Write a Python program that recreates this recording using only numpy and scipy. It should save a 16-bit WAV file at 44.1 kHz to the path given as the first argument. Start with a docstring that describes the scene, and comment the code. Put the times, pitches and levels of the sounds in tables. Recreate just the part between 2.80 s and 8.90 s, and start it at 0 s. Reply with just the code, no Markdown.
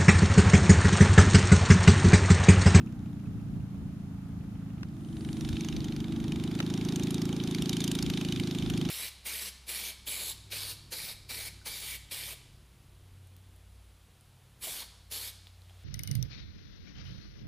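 """Dull, far-off thumping comes first: a light aircraft idling on a grass strip, tail-on, then nose-on and close.
Each firing of its four cylinders is a low pressure thump that sweeps upward and a short hiss of exhaust gas.
Rattling valve gear is whirring noise and gated ticks; propeller wash is noise that pulses with the firings.
Behind it, low-frequency noise gusts buffet the microphone, a faint airy hiss stays, and its case is knocked."""
import sys
import numpy as np
from scipy import signal
from scipy.fft import rfft, irfft, next_fast_len
from scipy.io import wavfile
from scipy.ndimage import uniform_filter1d, map_coordinates

SR = 44100
rng = np.random.default_rng(int(sys.argv[2]) if len(sys.argv) > 2 else 0)


def transcribe(signal):
    """Save signal, clipped to [-1, 1], as a 16-bit WAV file at the path in sys.argv[1]."""
    frames = np.atleast_2d(signal).T
    limited = np.clip(frames, -1, 1)
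    pcm = np.round(limited * 32767).astype(np.int16)
    wavfile.write(sys.argv[1], SR, pcm)


N = 268994
TIME = np.arange(N) / SR  # s

# engine speed: t/s, firing rate/Hz
FIRING_RATE = [(0, 32.9), (.2, 29.3), (.33, 28.5), (.5, 27.97), (.85, 27.38), (1.95, 27.06), (2.1, 24.89),
               (2.5, 24.83), (2.9, 25.5), (3.2, 25.05), (3.5, 25.33), (3.8, 26.67), (4.1, 27.2),
               (4.9, 27.28), (6.1, 26.26)]
# exhaust thump level, which the propeller wash follows: t/s, level/dB
THUMP_LEVEL = [(0.0, -36), (0.39, -38.5), (1.19, -39), (1.27, -39.5), (1.95, -38), (2.14, -42), (2.51, -35),
               (4.13, -31), (5.78, -32.5), (6.01, -30.5), (6.1, -31)]
# in firing order, two from each bank in turn:
# thump level/dB, spit level/dB, exhaust delay/s, rocker tick delay/s, valve seating level/dB (all levels relative)
CYLINDER_TRAITS = [(-3, 2, -.0003, 0.0096, 2.5), (-3.5, 3, .00035, 0.0124, -3), (-3, 2, .00025, .012, -3),
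                   (-3.5, 2.5, -.00025, 0.0112, 1.5)]
# thump colour from behind, from in front at idle, and with a little throttle:
# f/(multiple of the firing rate), relative level/dB
THUMP_BEHIND_ORDERS = [(1, -28), (2, -13.5), (3, -4), (4, -2.5), (5, -2), (6, -2), (7, 1.5), (8, -4),
                       (9, -14.5), (10, -3.5), (11, -11), (12, -14.5), (13, -20), (14, -17), (15, -38),
                       (17, -34)]
THUMP_IDLE_ORDERS = [(1, -30), (2, -23), (3, -15), (4, -12), (5, -4.5), (6, -1), (7, -1), (8, -4), (9, 2),
                     (10, -7.5), (11, -3), (12, -4.5), (13, -2), (14, -14), (15, -18.5), (16, -17),
                     (17, -27), (18, -35)]
THUMP_OPEN_ORDERS = [(1, -31), (2, -18), (3, -14.5), (4, -7), (5, -3), (6, 0), (7, 0), (8, -3), (9, -2.5),
                     (10, -2), (11, -3.5), (12, -10), (13, -4.5), (14, -9.5), (15, -25), (16, -18),
                     (17, -32), (18, -45)]
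# engine treble level, shared by machinery and ordinary spits: t/s, level/dB
TREBLE_LEVEL = [(0, -73.5), (.5, -81), (1.45, -101), (2.1, -77), (2.4, -63), (2.75, -51.5), (3.3, -57),
                (4.2, -50.5), (4.55, -52), (4.92, -47.5), (5.55, -49), (6.1, -50)]
# firings whose spit stands out as a crack: t/s, level/dB, treble tilt/dB
CRACKING_SPITS = [(2.53, -52.5, 1), (2.61, -49, -2), (2.77, -46, -11), (2.809, -46.5, 0),
                  (2.888, -44.5, -6), (2.966, -46.5, -5), (3.522, -46, -4), (4.088, -43.5, 0),
                  (4.161, -42, 4), (4.235, -45.5, 8), (4.308, -45.5, 5), (4.345, -43, 9), (4.418, -44.5, 3),
                  (4.602, -45.5, -9), (4.749, -41, 0), (4.822, -40.5, 5), (4.895, -37, 2),
                  (4.932, -39.5, 0), (4.969, -41.5, 3.5), (5.006, -40.5, 0), (5.042, -38.5, 4.5),
                  (5.079, -39, 2.5), (5.116, -39, 4), (5.153, -41, 5), (5.19, -40, -2.5), (5.227, -39, 6),
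                  (5.301, -41, -1.5), (5.375, -41, -5.5), (5.525, -40, -3), (5.6, -41.5, -2),
                  (5.901, -43, 0.5)]
# clearly audible tappet clicks: t/s, level/dB
TAPPET_CLICKS = [(.015, -56), (0.073, -54), (.125, -61), (.26, -61), (.33, -70), (.395, -63), (.459, -57.5),
                 (.535, -60), (.6, -61), (.742, -61), (.805, -63), (.955, -62), (1.61, -62), (1.755, -62),
                 (1.905, -60), (1.981, -59)]
# gusts on the microphone: t/s, half length/s, level/dB
GUST_SWELLS = [(0.53, 0.079, -39), (0.76, 0.098, -37.5), (1.02, 0.068, -40.5), (2.58, 0.2, -40),
               (2.72, 0.04, -38), (2.964, 0.063, -34.5), (3.403, 0.37, -41.5), (4.197, 0.065, -46),
               (4.82, 0.022, -33.5), (5.27, 0.077, -36), (5.572, 0.044, -38.5), (5.932, 0.14, -37.5)]
# small knocks on the microphone's case: t/s, rms level over 10 ms/dB, ring f/Hz, t60/s
CASE_KNOCKS = [(2.031, -49.5, 1630, 0.013), (3.8017, -35.5, 1370, 0.02), (5.904, -50.5, 1450, 0.0055)]
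# noise colours of the gas jets, gears, valve covers, propeller wash, passing hiss, wind and open air:
# f/Hz, relative level/dB
SPIT_COLOUR = [(500, -27), (1500, -10.5), (2300, -2.5), (3100, 4), (3800, 3.5), (5200, -1), (6300, -0.5),
               (7000, -6.5), (10000, -11), (14000, -18.5), (16000, -30)]
GEAR_COLOUR = [(700, -13), (1800, -8), (2400, 1.5), (2900, -0.5), (3700, 3.5), (4400, -1.5), (6300, -6),
               (7800, -9.5), (10200, -12.5), (14000, -19), (16000, -47)]
VALVE_COVER_COLOUR = [(1500, -24), (2400, -7.5), (3000, -7), (3400, 3), (3660, 5.5), (4100, -7.5),
                      (6300, -15.5), (10000, -23.5), (15000, -42)]
WASH_COLOUR = [(200, -1.5), (420, 5.5), (580, -3.5), (800, 2), (1000, -4), (1400, -5), (1900, -9),
               (3000, -25), (8000, -28)]
SIZZLE_COLOUR = [(6000, -10), (8700, 0), (10700, -2), (12300, -19), (16000, -30)]
WIND_COLOUR = [(15, -55), (26, -34), (36, -9), (58, -5.5), (100, -3), (150, -4.5), (260, -14.5),
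               (380, -26.5), (700, -43), (1500, -68)]
AIR_COLOUR = [(100, -23), (650, 8.5), (950, 0), (1250, 5.5), (1700, -3.5), (2500, -2.5), (4500, -6),
              (10000, -12), (14000, -14.5), (16000, -38)]
# narrow dips in the microphone's response: f/Hz, width/Hz, depth/(0 to 1)
MICROPHONE_DIPS = [(4690, 1800, 0.2), (5860, 120, 0.33), (7920, 290, 0.83)]

IDLE_HZ = 23.84  # firing rate from which wash and spit brightness grow
SPIT_DB = 1.5  # ordinary spits, over the engine treble
SPIT_BRIGHT_DB, SPIT_BRIGHT_DB_PER_HZ = -6, 1.5  # treble tilt, and its growth per extra firing a second
SPIT_BEHIND_BRIGHT_DB = 9  # extra treble tilt from behind
WHIRR_DB, VALVES_DB = -1, -6  # gears and valve ticks within the engine treble
VALVE_SEAT_S = 0.0276  # a valve seats this long after a firing
WASH_BEHIND_DB, WASH_AHEAD_DB = -23, -20.5  # wash over thump, tail-on and nose-on at idle
WASH_DB_PER_HZ = 0.57  # nose-on growth per extra firing a second
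SIZZLE_S, SIZZLE_HALF_S, SIZZLE_DB = 2.545, 0.3, -59.5  # peak time, half length, level
BREEZE_DB, BREEZE_SWING_DB = -46.5, 1  # the buffeting between gusts
GROUND_LAG_S = .001319  # extra path of the turf reflection
TOP_HZ = 15600  # microphone's upper limit


def exhaust(count, cylinder_db, delay, level_db):
    """Dull thumps from behind the aircraft give way to brighter ones from in front, fuller as the throttle opens."""
    # the tail-on layer fades out at a steady speed
    held_rate = np.interp(np.minimum(TIME, 1.95), *np.transpose(FIRING_RATE))
    held_count = np.cumsum(held_rate) / SR
    behind = thumps(held_count, cylinder_db, delay, THUMP_BEHIND_ORDERS,
                    jitter=0.0044, lead=0.1113, sweep=0.0528, echo_db=-9.5)
    idle = thumps(count, cylinder_db, delay, THUMP_IDLE_ORDERS,
                  jitter=0.0046, lead=0.1616, sweep=0.0552, echo_db=-9.5)
    opened = thumps(count, cylinder_db, delay, THUMP_OPEN_ORDERS,
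                    jitter=0.003, lead=0.155, sweep=0.054, echo_db=-18)
    airframe_shade = [(240, 0), (285, -1), (330, -6.5), (600, -10)]
    behind = unit(filtered(behind, lambda hz: colour(airframe_shade, hz)))
    near = facing(TIME)
    throttle = np.interp(TIME, [3.45, 4.0], [0, 1])
    ahead = (1 - throttle) * idle + throttle * opened
    return amp(level_db) * (np.sqrt(1 - near) * behind + np.sqrt(near) * ahead)


def thumps(count, db, delay, orders, jitter, lead, sweep, echo_db):
    """Exhaust pressure waves, fixed in crank angle; delay is in seconds, jitter and lead in firing periods."""
    period = TIME[-1] / count[-1]
    size, shift, echo_shift = rng.standard_normal((len(db), 3)).T
    at = np.arange(len(db)) - lead + jitter * shift
    main = pulses(at * period + delay, db + 0.62 * size)
    # a weaker second puff
    after = pulses((at + 0.5207 + 0.013 * echo_shift) * period, db - 13)
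    # scattered back by the tree line
    echoes = pulses((at + .65 + 0.223 * echo_shift) * period, db + echo_db)
    shape = np.vstack([(0, -70), (.8, -40), orders, (21, -50), (40, -100)])

    def chirp(hz):
        """Each higher order lags by sweep periods more, so every thump sweeps upward."""
        order = hz * period
        return -colour(shape, order) * np.exp(-1j * np.pi * sweep * order ** 2)

    steady = filtered(main + after + echoes, chirp)
    return unit(np.interp(count * period, TIME, steady))  # stretched to follow the engine's speed


def spits(times, cylinder_db, size=1024):
    """Gas jets out as each exhaust valve cracks open; every jet has its own strength, length and colour."""
    strength_db, bright_db = spit_strengths(times, cylinder_db)
    shots = len(times)
    t = (np.arange(size) - size // 2) / SR
    hz = np.fft.rfftfreq(size, 1 / SR)
    # the jet opens quickly, sputters while the port is choked, then dies
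    age = t * np.exp(0.13 * rng.standard_normal((shots, 1)))
    sputter = unit(uniform_filter1d(rng.standard_normal((shots, size)), size // 48, axis=1))
    opening = np.tanh((age + 0.0015) / 0.0004) + 1
    dying = 1 + np.exp((age - .001) / 0.0017)
    gate = opening / dying * amp(2 * sputter)
    # uneven patches of colour, different in every jet
    smoother = np.hanning(size // 32)[None]
    patches = unit(signal.fftconvolve(rng.standard_normal((shots, len(hz))), smoother, "same", axes=1))
    tilt_db = bright_db[:, None] * np.tanh(np.log((hz + 1) / 4800) / .5) * 0.78
    jet_spectra = rfft(gate * rng.standard_normal((shots, size)))
    jets = irfft(jet_spectra * colour(SPIT_COLOUR, hz) * amp(tilt_db + 2.3 * patches))
    period = SR * np.diff(times).mean()  # samples; strengths are rms over one firing
    jets *= (amp(strength_db) * np.sqrt(period) / np.linalg.norm(jets, axis=1))[:, None]
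    at = np.round(times * SR).astype(int)[:, None] + np.arange(size)
    joined = np.bincount(np.maximum(at, 0).ravel(), jets.ravel(), N + size)[size // 2:][:N]
    mono = off_ground(joined, share=0.23)

    def case_bounce(hz):
        """A bright, slightly late reflection off the microphone's case."""
        return colour([(3000, -50), (8000, -7)], hz) * np.exp(-2j * np.pi * hz * 0.000417)

    glance = filtered(mono, case_bounce)
    return np.array([mono + glance, mono - glance]) * amp([[-.3], [.3]])


def spit_strengths(times, cylinder_db):
    """Level and treble tilt of each firing's spit: they follow the engine, except where one cracks."""
    near = facing(times)
    behind = 1 - near
    size, tone = rng.standard_normal((len(times), 2)).T
    hidden_db = -9 * (np.arange(len(times)) % 2) * behind  # from behind, the fuselage masks every other spit
    treble_db = np.interp(times, *np.transpose(TREBLE_LEVEL))
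    level_db = treble_db + SPIT_DB + cylinder_db + hidden_db + 1.2 * size
    extra_rate = np.interp(times, *np.transpose(FIRING_RATE)) - IDLE_HZ
    bright_db = SPIT_BRIGHT_DB + near * SPIT_BRIGHT_DB_PER_HZ * extra_rate
    bright_db = bright_db + SPIT_BEHIND_BRIGHT_DB * behind + 2.5 * tone
    for s, db, tilt_db in CRACKING_SPITS:
        k = np.argmin(abs(times - s))
        level_db[k], bright_db[k] = db, tilt_db
    return level_db, bright_db


def machinery(times, rocker_delay, seat_db, level_db):
    """Gears whirr; between firings a rocker ticks and a valve seats, both ringing the metal valve covers."""
    rocker, seat = 4.3 * rng.standard_normal((len(times), 2)).T
    tick_times = np.r_[times + rocker_delay, times + VALVE_SEAT_S]
    ticks = bursts(tick_times, np.r_[rocker, seat + seat_db], rise=0.0018, fall=0.0041)
    valves = amp(VALVES_DB) * rush(VALVE_COVER_COLOUR, width=0.28, gate=ticks)
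    whirr = amp(WHIRR_DB) * off_ground(rush(GEAR_COLOUR, width=0.47), share=0.093)
    return amp(level_db) * (valves + whirr)


def tappets():
    """Now and then a tappet clicks clearly: a brief gated burst of noise around 2.6 kHz."""
    s, db = np.transpose(TAPPET_CLICKS)
    swell = bursts(s, db, rise=0.0025, fall=0.0051)
    click_colour = [(1200, -23), (2200, -6), (2600, 1), (3100, -5), (5000, -29)]
    return amp(db.max()) * swell / swell.max() * rush(click_colour, width=0.78)


def propeller(times, level_db):
    """The wash of the two blades swells in step with the firings."""
    swell = bursts(times + 0.00078, 2.8 * rng.standard_normal(len(times)), rise=0.0036, fall=0.007)
    return amp(level_db) * rush(WASH_COLOUR, width=0.095, gate=1 + 0.4 * swell)


def sizzle():
    """A thin high hiss comes and goes around the change from tail-on to nose-on."""
    swell = swells([(SIZZLE_S, SIZZLE_HALF_S)], TIME)
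    return amp(SIZZLE_DB) * swell * rush(SIZZLE_COLOUR, width=0.99)


def knocks():
    """Each knock is a dry clack through the microphone's case, which shakes its two ports against each other."""
    out = np.zeros((2, N))
    for s, db, ring_hz, t60 in CASE_KNOCKS:
        age = np.maximum(TIME - s, 0)
        gate = amp(-60 * age / t60) * (1 - np.exp(-age / 0.00089))
        case = [(ring_hz / 4, -3), (ring_hz, 0), (ring_hz * 1.4, -5),
                (ring_hz * 2.1, -9), (ring_hz * 4.7, -20), (ring_hz * 10, -31)]
        crack = filtered(gate * rng.standard_normal((2, N)), lambda hz: colour(case, hz))
        crack /= np.linalg.norm(crack, axis=1, keepdims=True)
        mid, side = crack * np.sqrt(SR / 100)  # rms 1 over 10 ms
        shake = filtered(side, lambda hz: colour([(600, -13), (1500, 4), (4000, 8)], hz))
        out += amp(db) * (mid + np.outer([1, -1], shake))
    return out


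def wind():
    """Gusts buffet each microphone port separately, over a faint hiss of open air."""
    lumps = amp(0.61 * np.array([wobble(24), wobble(23.58)]))
    breeze = amp(BREEZE_DB + BREEZE_SWING_DB * wobble(5.07))
    gusts = amp(np.array(GUST_SWELLS)[:, 2]) @ swells(GUST_SWELLS, TIME)
    buffeting = np.hypot(breeze, gusts) * unit(lumps * rush(WIND_COLOUR, width=0.45))
    return buffeting + amp(-61) * rush(AIR_COLOUR, width=1.0)


def firings():
    """Firings counted at each sample, their times, and the cylinder columns that go with them."""
    count = np.cumsum(curves(FIRING_RATE)[0]) / SR
    k = np.arange(int(count[-1]) + 1)
    traits = np.array(CYLINDER_TRAITS)[k % len(CYLINDER_TRAITS)].T
    return count, np.interp(k, count, TIME), traits


def facing(times):
    """0 while only the tail-on sound plays, 1 once only the nose-on sound does; in between, one view crossfades
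    into the other."""
    return np.interp(times, [1.95, 2.4], [0, 1])


def off_ground(x, share):
    """The sound plus its delayed reflection from the turf, scaled to keep the power about even."""
    return filtered(x, lambda hz: 1 + share * np.exp(-2j * np.pi * hz * GROUND_LAG_S)) / np.hypot(1, share)


def swells(rows, times):
    """One bell-shaped swell of height 1 for each row of t/s, half length/s."""
    s, length = np.transpose(rows)[:2, :, None]
    return np.exp(-((times - s) / length) ** 2)


def bursts(times, db, rise, fall):
    """An envelope of rms 1 that swells to each time and dies away; rise and fall are in seconds."""
    t = np.arange(-SR // 20, SR // 20 + 1) / SR
    shape = np.exp(np.minimum(t / rise, -t / fall))
    return unit(signal.fftconvolve(pulses(times, db), shape, "same"))


def pulses(times, db):
    """One impulse at each time."""
    at = np.clip(np.round(times * SR).astype(int), 0, N)
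    return np.bincount(at, amp(db), N + 1)[:N]


def rush(spectrum, width, gate=1):
    """Gated, coloured stereo noise of rms 1; width is side over mid."""
    mid, side = filtered(gate * rng.standard_normal((2, N)), lambda hz: colour(spectrum, hz))
    return unit(np.array([mid + width * side, mid - width * side]))


def filtered(x, response):
    """x times a complex response of frequency."""
    m = next_fast_len(N + SR // 2)
    return irfft(rfft(x, m) * response(np.fft.rfftfreq(m, 1 / SR)), m)[..., :N]


def colour(points, hz):
    """Gain from f, level/dB points joined on a log frequency axis."""
    f, db = np.transpose(points)
    return amp(np.interp(np.log(hz + 1), np.log(f + 1), db))


def curves(rows):
    """One value per sample for each column after the time."""
    s, *cols = np.transpose(rows)
    return [np.interp(TIME, s, c) for c in cols]


def wobble(rate):
    """A smooth random curve, rate knots a second."""
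    return map_coordinates(rng.standard_normal(int(N * rate / SR) + 4), [TIME * rate])


def amp(db):
    """Decibels to gain."""
    return 10 ** (np.asarray(db) / 20)


def unit(x):
    """Scaled to rms 1."""
    return x / np.sqrt(np.mean(x ** 2) + 1e-20)


def scene():
    """The aircraft a little to the right, wind and knocks at the microphone."""
    count, times, (cylinder_db, spit_db, delay, rocker_delay, seat_db) = firings()
    (rate,), (thump_db,), (treble_db,) = curves(FIRING_RATE), curves(THUMP_LEVEL), curves(TREBLE_LEVEL)
    near = facing(TIME)
    wash_ahead_db = WASH_AHEAD_DB + WASH_DB_PER_HZ * (rate - IDLE_HZ)
    wash_db = thump_db + (1 - near) * WASH_BEHIND_DB + near * wash_ahead_db
    engine = exhaust(count, cylinder_db, delay, thump_db) + spits(times + delay, spit_db)
    engine = engine + machinery(times, rocker_delay, seat_db, treble_db)
    aircraft = engine + tappets() + propeller(times, wash_db)
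    return aircraft * amp([[-.4], [.4]]) + wind() + sizzle() + knocks()


def record(dry):
    """The microphone notches the treble and keeps nothing above its band limit."""
    def response(hz):
        """Product of the dips, cut off at the top."""
        dips = [1 - depth / (1 + (2 * (hz - centre) / width) ** 2) for centre, width, depth in MICROPHONE_DIPS]
        return np.prod(dips, axis=0) * (hz < TOP_HZ)

    return filtered(dry, response)


dry = scene()
out = record(dry)
transcribe(out)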